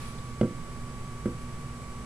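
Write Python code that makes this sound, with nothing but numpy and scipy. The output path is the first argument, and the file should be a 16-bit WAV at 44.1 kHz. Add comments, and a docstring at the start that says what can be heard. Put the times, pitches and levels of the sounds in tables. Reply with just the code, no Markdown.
"""Fingers brush a small hinged device, then two dull thuds in a small room: it is stood on its edge
on a wooden table, and later rocked onto that edge again. Each blow rings the table top, with a faint
tick from the case and softer contacts as it settles. Behind it are mains hum, a camera's motor and
thin electronic whine, low room rumble and hiss."""
import sys
import numpy as np
from scipy import signal
from scipy.fft import rfft, irfft
from scipy.io import wavfile

SR = 44100
rng = np.random.default_rng(int(sys.argv[2]) if len(sys.argv) > 2 else 0)


def wav_out(sig):
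    """Save sig, one row per channel (or a flat mono array), as 16-bit PCM at SR to the path in sys.argv[1]."""
    wavfile.write(sys.argv[1], SR, np.round(np.clip(np.atleast_2d(sig).T, -1, 1) * 32767).astype(np.int16))


N = 90404

# Case meets table. Each row: start in seconds, push in dB, push cut-off in Hz, tick in dB,
# tick cut-off in Hz.
CONTACTS = [(0.4121, 0.5, 755, -29, 3640), (0.4305, -6.5, 605, -35, 2000), (0.4433, -5.5, 408, -42, 1800),
            (0.484, -22.5, 380, -65, 1500), (0.508, -19, 327, -67, 1500), (1.2575, -3, 476, -32, 2030),
            (1.2775, -21, 400, -59, 1500)]
# Table top resonances. Each row: frequency in Hz, gain in dB, T60 in seconds.
TABLE_MODES = [(117.5, -19, .24), (125, -29.5, 0.28), (167.7, -25, .24), (213, -13.5, 0.11),
               (250.2, -26.5, 0.15), (280.3, -37.5, 0.51), (343.2, -24.5, 0.168), (356.3, -28, 0.12),
               (404.6, -33, 0.11), (486, -28, 0.19), (524, -25, 0.086), (568, -27, 0.064),
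               (627, -66, 0.033), (732, -67, .08)]
# Case resonances. Each row: frequency in Hz, gain in dB, T60 in seconds.
CASE_MODES = [(958, -15, 0.098), (1378, -8, 0.031), (1562, -7, 0.021), (2084, -10, 0.038),
              (2950, -6.5, 0.013), (3310, -13.5, 0.026), (4100, -14, 0.018), (6600, 7, 0.025)]
# Finger strokes. Each row: peak time in seconds, length in seconds, level in dB, centre in Hz,
# width in octaves.
BRUSHES = [(0.032, 0.14, -49, 1300, 3.2), (0.025, 0.063, -57, 9500, 0.43), (0.084, 0.049, -55, 9750, .2),
           (0.188, 0.0082, -51, 3750, 0.44), (0.14, 0.37, -60, 3704, 1.9), (1.26, .012, -58, 9500, 0.54)]
# Mains hum and camera motor. Each row: frequency in Hz, rms level in dB, pan in dB,
# right phase lead in radians.
HUM_AND_MOTOR_TONES = [(60, -54, .5, 0), (120.2, -47.5, .8, -.15), (240, -51.5, .7, -.15),
                       (360.5, -64, 1.3, 0), (1074.6, -64.5, -1, .8), (1141.7, -50, 1.3, .8),
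                       (1342, -72, 0, .3), (2283.3, -65, 2.6, 1.9), (2398, -74, 0, -1.5)]
# Room rumble. Each row: frequency in Hz, relative density in dB.
RUMBLE_SPECTRUM = [(15, -57), (25, -70.5), (38, -64.5), (58, -61), (88, -69), (135, -61.5), (200, -71),
                   (235, -68.5), (285, -79.5), (370, -76.5), (480, -78), (700, -84.5), (1200, -84.5),
                   (1900, -91), (2250, -90), (3000, -101), (8000, -110), (14000, -135)]
# Microphone hiss. Each row: frequency in Hz, relative density in dB.
HISS_SPECTRUM = [(15, -65), (40, -86), (140, -76.5), (260, -93), (400, -88.5), (1200, -87), (1900, -88),
                 (2300, -88), (2600, -93), (2950, -88.5), (3400, -92), (6000, -93), (10400, -93.5),
                 (12000, -104), (13400, -109), (14400, -122)]


def table_thuds(radiation_hz=172):
    """Each contact rings the table top; softer contacts are duller, and deep bass hardly radiates."""
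    force = -sum(from_db(push_db) * low_pass(click(start_s), push_hz, order=4)
                 for start_s, push_db, push_hz, _, _ in CONTACTS)
    motion = ring(force, TABLE_MODES)
    return signal.sosfilt(signal.butter(2, radiation_hz, "high", fs=SR, output="sos"), motion)


def case_ticks(crack_db=-1.5, crack_t60_s=.025):
    """Each contact rings the case briefly, with a crack of contact noise; soft landings are duller."""
    force = crack = 0
    for start_s, _, _, tick_db, tick_hz in CONTACTS:
        force += from_db(tick_db) * low_pass(click(start_s), tick_hz, order=4)
        crack += from_db(tick_db) * low_pass(dying_noise(start_s, crack_t60_s), tick_hz)
    return ring(force, CASE_MODES) + from_db(crack_db) * crack


def finger_brushes():
    """Skin slides over the smooth case in soft, diffuse swells of friction noise."""
    time_s = np.arange(N) / SR
    out = 0
    for peak_s, length_s, level_db, centre_hz, width_oct in BRUSHES:
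        band = np.exp(-2 * (np.log2(bins_hz() / centre_hz) / width_oct) ** 2)
        friction = unit_rms(irfft(rfft(rng.standard_normal((2, N))) * band, N))
        swell = np.exp(-2 * ((time_s - peak_s) / length_s) ** 2)
        out += from_db(level_db) * friction * swell
    return out


def room(direct, tail_db=-10, wall_cutoff_hz=3100, left_lag_s=.00005):
    """Direct sound plus a short dull tail off the walls; the table stands slightly to the right."""
    tail = low_pass(dying_noise(start_s=.014, t60_s=.19), wall_cutoff_hz)
    tail /= np.sqrt(np.sum(tail ** 2) * SR / (2 * wall_cutoff_hz))  # about unit passband gain
    right = direct + from_db(tail_db) * signal.fftconvolve(direct, tail)[:N]
    time_s = np.arange(N) / SR
    left = np.interp(time_s - left_lag_s, time_s, right)
    return np.array([left, right]) * pan(db=1.02)


def hum_and_motor(wobble_rms_hz=.39):
    """Mains hum and the camera's motor, each tone wavering slightly in pitch."""
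    out = 0
    for hz, level_db, pan_db, lead_rad in HUM_AND_MOTOR_TONES:
        wobble = unit_rms(low_pass(rng.standard_normal(N + SR), cutoff_hz=9.85)[SR:])
        phase_rad = 2 * np.pi * np.cumsum(hz + wobble_rms_hz * wobble) / SR
        out += np.sqrt(2) * from_db(level_db) * pan(pan_db) * np.sin([phase_rad, phase_rad + lead_rad])
    return out


def electronic_whine(pitch_hz=7867, flips_per_s=30, level_db=-65.5):
    """The camera's thin, even tone, its polarity flipping at a regular rate."""
    time_s = np.arange(N) / SR
    polarity = low_pass(np.sign(np.sin(np.pi * flips_per_s * time_s)), cutoff_hz=300)
    tone = np.sqrt(2) * np.sin(2 * np.pi * pitch_hz * time_s)
    return from_db(level_db) * pan(db=2) * polarity * tone


def rumble_and_hiss():
    """Room rumble common to both sides; microphone hiss separate on each."""
    rumble = from_db(-.5) * steady_noise(RUMBLE_SPECTRUM) * pan(db=1.37)
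    hiss = from_db(-1.5) * np.array([steady_noise(HISS_SPECTRUM) for _ in range(2)])
    return rumble + hiss


def ring(force, modes):
    """Sum of damped sines driven by the force."""
    out = 0
    for hz, gain_db, t60_s in modes:
        decay = np.exp(-np.log(1000) / (t60_s * SR))
        step_rad = 2 * np.pi * hz / SR
        feedback = [1, -2 * decay * np.cos(step_rad), decay * decay]
        out += from_db(gain_db) * signal.lfilter([0, np.sin(step_rad)], feedback, force)
    return out


def click(start_s):
    """Unit impulse."""
    out = np.full(N, 1e-18)
    out[int(start_s * SR)] = 1
    return out


def dying_noise(start_s, t60_s):
    """Noise with a sudden start and exponential decay."""
    age_s = np.arange(N) / SR - start_s
    return rng.standard_normal(N) * (age_s >= 0) * np.exp(-np.log(1000) * np.abs(age_s) / t60_s)


def steady_noise(spectrum):
    """Noise with the given spectral density."""
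    hz, density_db = np.transpose(spectrum)
    gain = from_db(np.interp(np.log(bins_hz()), np.log(hz), density_db))
    return irfft(rfft(rng.standard_normal(N)) * gain, N) * np.sqrt(SR / 2)


def low_pass(x, cutoff_hz, order=2):
    """Butterworth low-pass."""
    return signal.sosfilt(signal.butter(order, cutoff_hz, fs=SR, output="sos"), x)


def bins_hz():
    """FFT frequencies, floored at 1 Hz."""
    return np.maximum(np.fft.rfftfreq(N, 1 / SR), 1)


def from_db(db):
    """Decibels to gain."""
    return 10 ** (np.asarray(db) / 20)


def unit_rms(x):
    """Scale to rms 1."""
    return x / np.sqrt(np.mean(x ** 2) + 1e-20)


def pan(db):
    """Left and right gains; positive leans right."""
    return from_db(np.array([[-db], [db]]))


def scene():
    """The handled device in the room, over the steady background."""
    background = rumble_and_hiss() + hum_and_motor() + electronic_whine()
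    return background + finger_brushes() + room(table_thuds() + case_ticks())


def record(dry):
    """Steep treble cut."""
    cutoff_hz = 14200
    return signal.sosfilt(signal.ellip(10, .1, 80, cutoff_hz, fs=SR, output="sos"), dry)


dry = scene()
out = record(dry)
wav_out(out)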